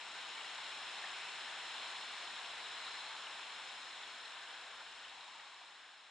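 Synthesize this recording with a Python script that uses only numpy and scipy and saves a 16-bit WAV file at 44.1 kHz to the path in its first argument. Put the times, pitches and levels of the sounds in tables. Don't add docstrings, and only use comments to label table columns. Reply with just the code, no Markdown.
import sys
import numpy as np
from scipy import signal
from scipy.fft import rfft, irfft
from scipy.io import wavfile
from scipy.ndimage import uniform_filter1d

SR = 44100
rng = np.random.default_rng(int(sys.argv[2]) if len(sys.argv) > 2 else 0)


def wav_out(sig):
    wavfile.write(sys.argv[1], SR, np.round(np.clip(np.atleast_2d(sig).T, -1, 1) * 32767).astype(np.int16))


N = 269010


def gain_of(db):
    return 10 ** (np.asarray(db) / 20)


def evened(x):
    return x / np.sqrt(np.mean(x ** 2) + 1e-20)


def read(points, hz):
    f, value = np.transpose(points)
    return np.interp(np.log(hz + 1), np.log(f + 1), value)


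def panned(balance_db):
    return np.array([gain_of(balance_db / 2), gain_of(-balance_db / 2)]).reshape(2, -1)


def wander(rate_hz):
    hz = np.fft.rfftfreq(N, 1 / SR)
    smooth = rfft(rng.standard_normal(N)) * np.exp(-(hz / rate_hz) ** 2)
    return evened(irfft(smooth, N))


def ports(common, other, colour_db):
    # (frequency [Hz], coherence)
    coherence = [(30, 0.7), (120, 0.92), (400, 0.97), (1000, 0.96), (2200, 0.91), (4000, 0.77),
                 (5400, 0.61), (7000, 0.28), (10000, 0.068)]
    # (frequency [Hz], left minus right [dB])
    balance = [(50, 0.5), (250, 0.5), (850, 2), (1350, 1), (2500, 1.5), (4000, 2), (5800, 1.5), (6500, 6.5),
               (9000, 3.5)]
    # (frequency [Hz], lead of the left [rad])
    lead = [(200, 0.092), (700, 0.024), (3500, 0.14), (5300, 0.11), (7000, -0.72), (8200, -0.11)]
    hz = np.fft.rfftfreq(N, 1 / SR)
    same = np.clip(read(coherence, hz), -1, 1)
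    left = rfft(common)
    blend = same * left + np.sqrt(1 - same ** 2) * rfft(other)
    right = blend * np.exp(-1j * read(lead, hz))
    spectra = np.array([left, right]) * panned(read(balance, hz)) * gain_of(colour_db)
    return evened(irfft(spectra, N))


def bubble(hz, decay, rise=0.018, start_cycles=1.0):
    age = np.arange(int(6 * decay * SR) + 2) / (decay * SR)
    turns = hz * decay * (age + rise * age ** 2 / 2)
    onset = 1 - np.exp(-(turns / start_cycles) ** 2)
    return onset * np.exp(-age) * np.sin(2 * np.pi * turns)


def fizz(count=40, size_db=3.0, cycles=7):
    bubbles_per_s = 2500
    out = np.zeros(N)
    for hz in np.geomspace(700, 9000, count) * rng.uniform(.96, 1.04, count):
        at, size = rng.random((int(bubbles_per_s * N / SR / count), 2)).T
        burst_db = size_db * np.minimum(-np.log(1 - size), 5)
        train = np.bincount((at * N).astype(int), gain_of(burst_db), N)
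        ring = bubble(hz, cycles / hz)
        out += np.sqrt(hz) * evened(signal.oaconvolve(train, ring)[:N])
    return evened(out)


def churn(x, patchy_db=0.27, patch_s=0.07, patch_hz=500):
    hz, t, z = signal.stft(x, SR, nperseg=1024, noverlap=768)
    noise = rng.standard_normal((len(t), len(hz)))
    patches = uniform_filter1d(noise, max(1, int(patch_s / t[1])), axis=0)
    patches = uniform_filter1d(patches, max(1, int(patch_hz / hz[1])), axis=1)
    field_db = patchy_db * evened(patches).T
    return signal.istft(z * gain_of(field_db), SR, nperseg=1024, noverlap=768)[1][:, :N]


def river():
    # (frequency [Hz], gain [dB])
    rush = [(30, -48), (100, -24), (170, -20), (330, -12.5), (450, -10.5), (570, -8.5), (660, -4.5),
            (800, -1.5), (960, 1), (1220, -1.23), (1600, 0.6), (2050, -1.63), (2600, -0.5), (4000, 0.5),
            (5300, -1), (6600, -10.5), (9100, -21.5)]
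    treble_db_per_octave = -62
    bubbles_db = -11.5
    rush_db = 3.5
    hz = np.fft.rfftfreq(N, 1 / SR)
    octaves_above = np.log2(np.maximum(hz / rush[-1][0], 1))
    colour_db = read(rush, hz) + treble_db_per_octave * octaves_above
    wash = rng.standard_normal((2, N))
    water = wash + gain_of(bubbles_db) * np.array([fizz(), fizz()])
    return gain_of(rush_db) * churn(ports(*water, colour_db))


def whine(twin_db=-2, wander_hz=1.62):
    tones_hz = [3296, 4496, 4796, 5244, 6144, 6893, 7343, 7792, 8991, 10639]
    # (level relative to the loudness curve [dB], left minus right [dB])
    tone_levels = [(-32, -8), (-25, -10), (-29, -8), (-31, -8), (-28.5, -1), (-37, 0), (-34, 9), (-30, 3),
                   (-32, 12), (-51, 6)]
    frame_hz = 30
    t, out = np.arange(N) / SR, np.zeros((2, N))
    slow = evened(uniform_filter1d(rng.standard_normal(N), size=4000))
    drift = np.cumsum(wander_hz * slow) / SR
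    for hz, (db, balance_db) in zip(tones_hz, tone_levels):
        tone = np.sin(2 * np.pi * (hz * t + drift + rng.random()))
        twin = np.sin(2 * np.pi * ((hz + frame_hz) * t + drift + rng.random()))
        pair = tone + gain_of(twin_db) * twin
        out += np.sqrt(2) * gain_of(db) * panned(balance_db) * pair
    return out


def thin_hiss():
    # (centre [Hz], half width [Hz], level relative to the loudness curve [dB], left minus right [dB])
    hiss_band = (10732, 212, -36.5, 4.5)
    centre_hz, width_hz, db, balance_db = hiss_band
    hz = np.fft.rfftfreq(N, 1 / SR)
    band = np.exp(-.5 * ((hz - centre_hz) / width_hz) ** 2)
    hiss = irfft(rfft(rng.standard_normal((2, N))) * band, N)
    return gain_of(db) * panned(balance_db) * evened(hiss)


def rumble():
    # (frequency [Hz], gain [dB])
    rumble_colour = [(15, -9), (42, -4), (53, 3), (66, 0), (77, 2.5), (92, -8), (200, -17), (1000, -90)]
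    rumble_db = -91.5
    colour_db = read(rumble_colour, np.fft.rfftfreq(N, 1 / SR))
    return gain_of(rumble_db) * ports(*rng.standard_normal((2, N)), colour_db)


def loudness():
    crest_s, crest_db, arch_db_per_s2 = 1.35, -48.5, 0.4459
    rise_db, rise_s = 1.5, 0.21
    fade_from_s, fade_db_per_s = 5.42, 4
    t = np.arange(N) / SR
    rise = rise_db * np.exp(-t / rise_s)
    arch = arch_db_per_s2 * (t - crest_s) ** 2
    fade = fade_db_per_s * np.maximum(t - fade_from_s, 0)
    return gain_of(crest_db - rise - arch - fade)


def plops():
    # (start [s], amplitude before onset, decay and panning [dB], starting pitch [Hz], decay time [cycles])
    plop_table = [(0.118, -47, 7060, 12), (0.379, -40.5, 2220, 9), (0.445, -44.5, 1900, 8),
                  (1.040, -38, 1760, 9), (1.043, -44.5, 754, 4.4), (1.053, -39, 2110, 6.5),
                  (1.478, -39, 1700, 7), (1.750, -44, 860, 4.3), (1.914, -42, 6860, 6.8),
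                  (2.234, -46.5, 690, 4), (2.569, -41, 2000, 6), (2.879, -42, 1380, 6),
                  (3.268, -41, 2920, 13), (3.871, -43, 1720, 7), (3.960, -44, 3420, 10),
                  (4.255, -40, 4100, 10), (4.807, -44, 1400, 6), (5.049, -42, 2920, 13),
                  (5.209, -43, 3930, 10), (5.398, -44, 1890, 7), (5.612, -53, 710, 6)]
    out = np.zeros(N)
    for s, db, hz, cycles in plop_table:
        ring = gain_of(db) * bubble(hz, cycles / hz)
        start = round(s * SR)
        out[start:start + len(ring)] += ring
    return out * panned(1.5)


def drones(waver_hz=2.18):
    # (time of the top [s], level there [dB], pitch there [Hz], half length [s], glide [Hz/s])
    drone_table = [(0.74, -88.5, 76, 0.17, 2), (2.05, -92, 68, .2, 8), (2.85, -90, 80, .45, 11),
                   (2.63, -90.5, 53, 0.18, 0), (3.8, -92, 77.9, 0.24, -10), (4.95, -92, 56, .3, -3)]
    t, out = np.arange(N) / SR, np.zeros(N)
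    for s, db, pitch_hz, length, glide in drone_table:
        turns = np.cumsum(pitch_hz + glide * (t - s) + waver_hz * wander(4)) / SR
        envelope = np.exp(-.5 * ((t - s) / length) ** 2)
        out += np.sqrt(2) * gain_of(db) * envelope * np.sin(2 * np.pi * turns)
    return out


def swells(gurgle_hz=18, gurgle_db=0.4, waver_hz=35):
    # (time of the top [s], level there [dB], pitch there [Hz], half length [s], glide [Hz/s], half width [Hz])
    swell_table = [(1.241, -57.5, 2420, 0.14, 1198, 220), (1.80, -56, 3400, 0.039, 0, 220),
                   (1.898, -54.5, 4200, 0.17, 602, 230), (2.89, -53.5, 4080, 0.2, 897, 160),
                   (3.151, -59, 990, .26, -100, 190), (4.54, -59.5, 1560, 0.28, -400, 180),
                   (4.65, -68, 670, 0.24, 0.5, 150), (5.37, -62, 1010, 0.25, -60, 150),
                   (5.82, -67.5, 1650, .14, 3, 220)]
    t, hz, out = np.arange(N) / SR, np.fft.rfftfreq(N, 1 / SR), np.zeros((2, N))
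    noise = rfft(ports(*rng.standard_normal((2, N)), 0))
    level_gurgle = gain_of(gurgle_db * wander(gurgle_hz))
    waver_turns = np.cumsum(waver_hz * wander(gurgle_hz)) / SR
    gurgle = level_gurgle * np.exp(2j * np.pi * waver_turns)
    for s, db, pitch_hz, length, glide, width_hz in swell_table:
        band = np.fft.ifft(noise * np.exp(-.5 * ((hz - pitch_hz) / width_hz) ** 2), N)
        slide = np.exp(1j * np.pi * glide * (t - s) ** 2)
        note = (band * gurgle * slide).real
        out += gain_of(db) * np.exp(-.5 * ((t - s) / length) ** 2) * evened(note)
    return out


def current():
    # (time of the top [s], rise [dB])
    surges = [(1.05, 0.41), (1.79, 0.77), (2.9, 0.84)]
    surge_s = 0.087
    t = np.arange(N) / SR
    return gain_of(sum(db * np.exp(-.5 * ((t - s) / surge_s) ** 2) for s, db in surges))


def thinned(x):
    body_hz, body_from_s, body_fade_db_per_s = 520, 3.7, 0.24
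    t, hz = np.arange(N) / SR, np.fft.rfftfreq(N, 1 / SR)
    body = irfft(rfft(x) / (1 + (hz / body_hz) ** 8), N)
    fade = gain_of(-body_fade_db_per_s * np.maximum(t - body_from_s, 0))
    return x + body * (fade - 1)


def dulled(x):
    top_hz, top_from_s, top_fade_db_per_s = 9800, 4.6, 14
    t, hz = np.arange(N) / SR, np.fft.rfftfreq(N, 1 / SR)
    top = x - irfft(rfft(x) / (1 + (hz / top_hz) ** 40), N)
    fade = gain_of(-top_fade_db_per_s * np.maximum(t - top_from_s, 0))
    return x + top * (fade - 1)


def scene(rumble_fade=0.46):
    level = loudness()
    water = current() * thinned(river())
    steady = level * dulled(water + whine() + thin_hiss())
    rumble_level = (level / level.max()) ** rumble_fade
    return steady + swells() + plops() + drones() + rumble() * rumble_level


def record(dry):
    # (centre [Hz], half width [Hz], gain at the centre [dB])
    notches = [(4517, 227, -17.5), (4906, 234, -24), (5696, 260, -16.5), (6064, 323, -19.5)]
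    edge_hz = 11450
    hz = np.fft.rfftfreq(N, 1 / SR)
    response = np.ones(len(hz), complex)
    for centre_hz, width_hz, depth_db in notches:
        offset = 1j * (hz - centre_hz) / width_hz
        response = response * (gain_of(depth_db) + offset) / (1 + offset)
    notched = irfft(rfft(dry) * response, N)
    low_pass = signal.firwin(511, edge_hz, window=("kaiser", 9), fs=SR)
    return signal.oaconvolve(notched, low_pass[None], "same")


dry = scene()
out = record(dry)
wav_out(out)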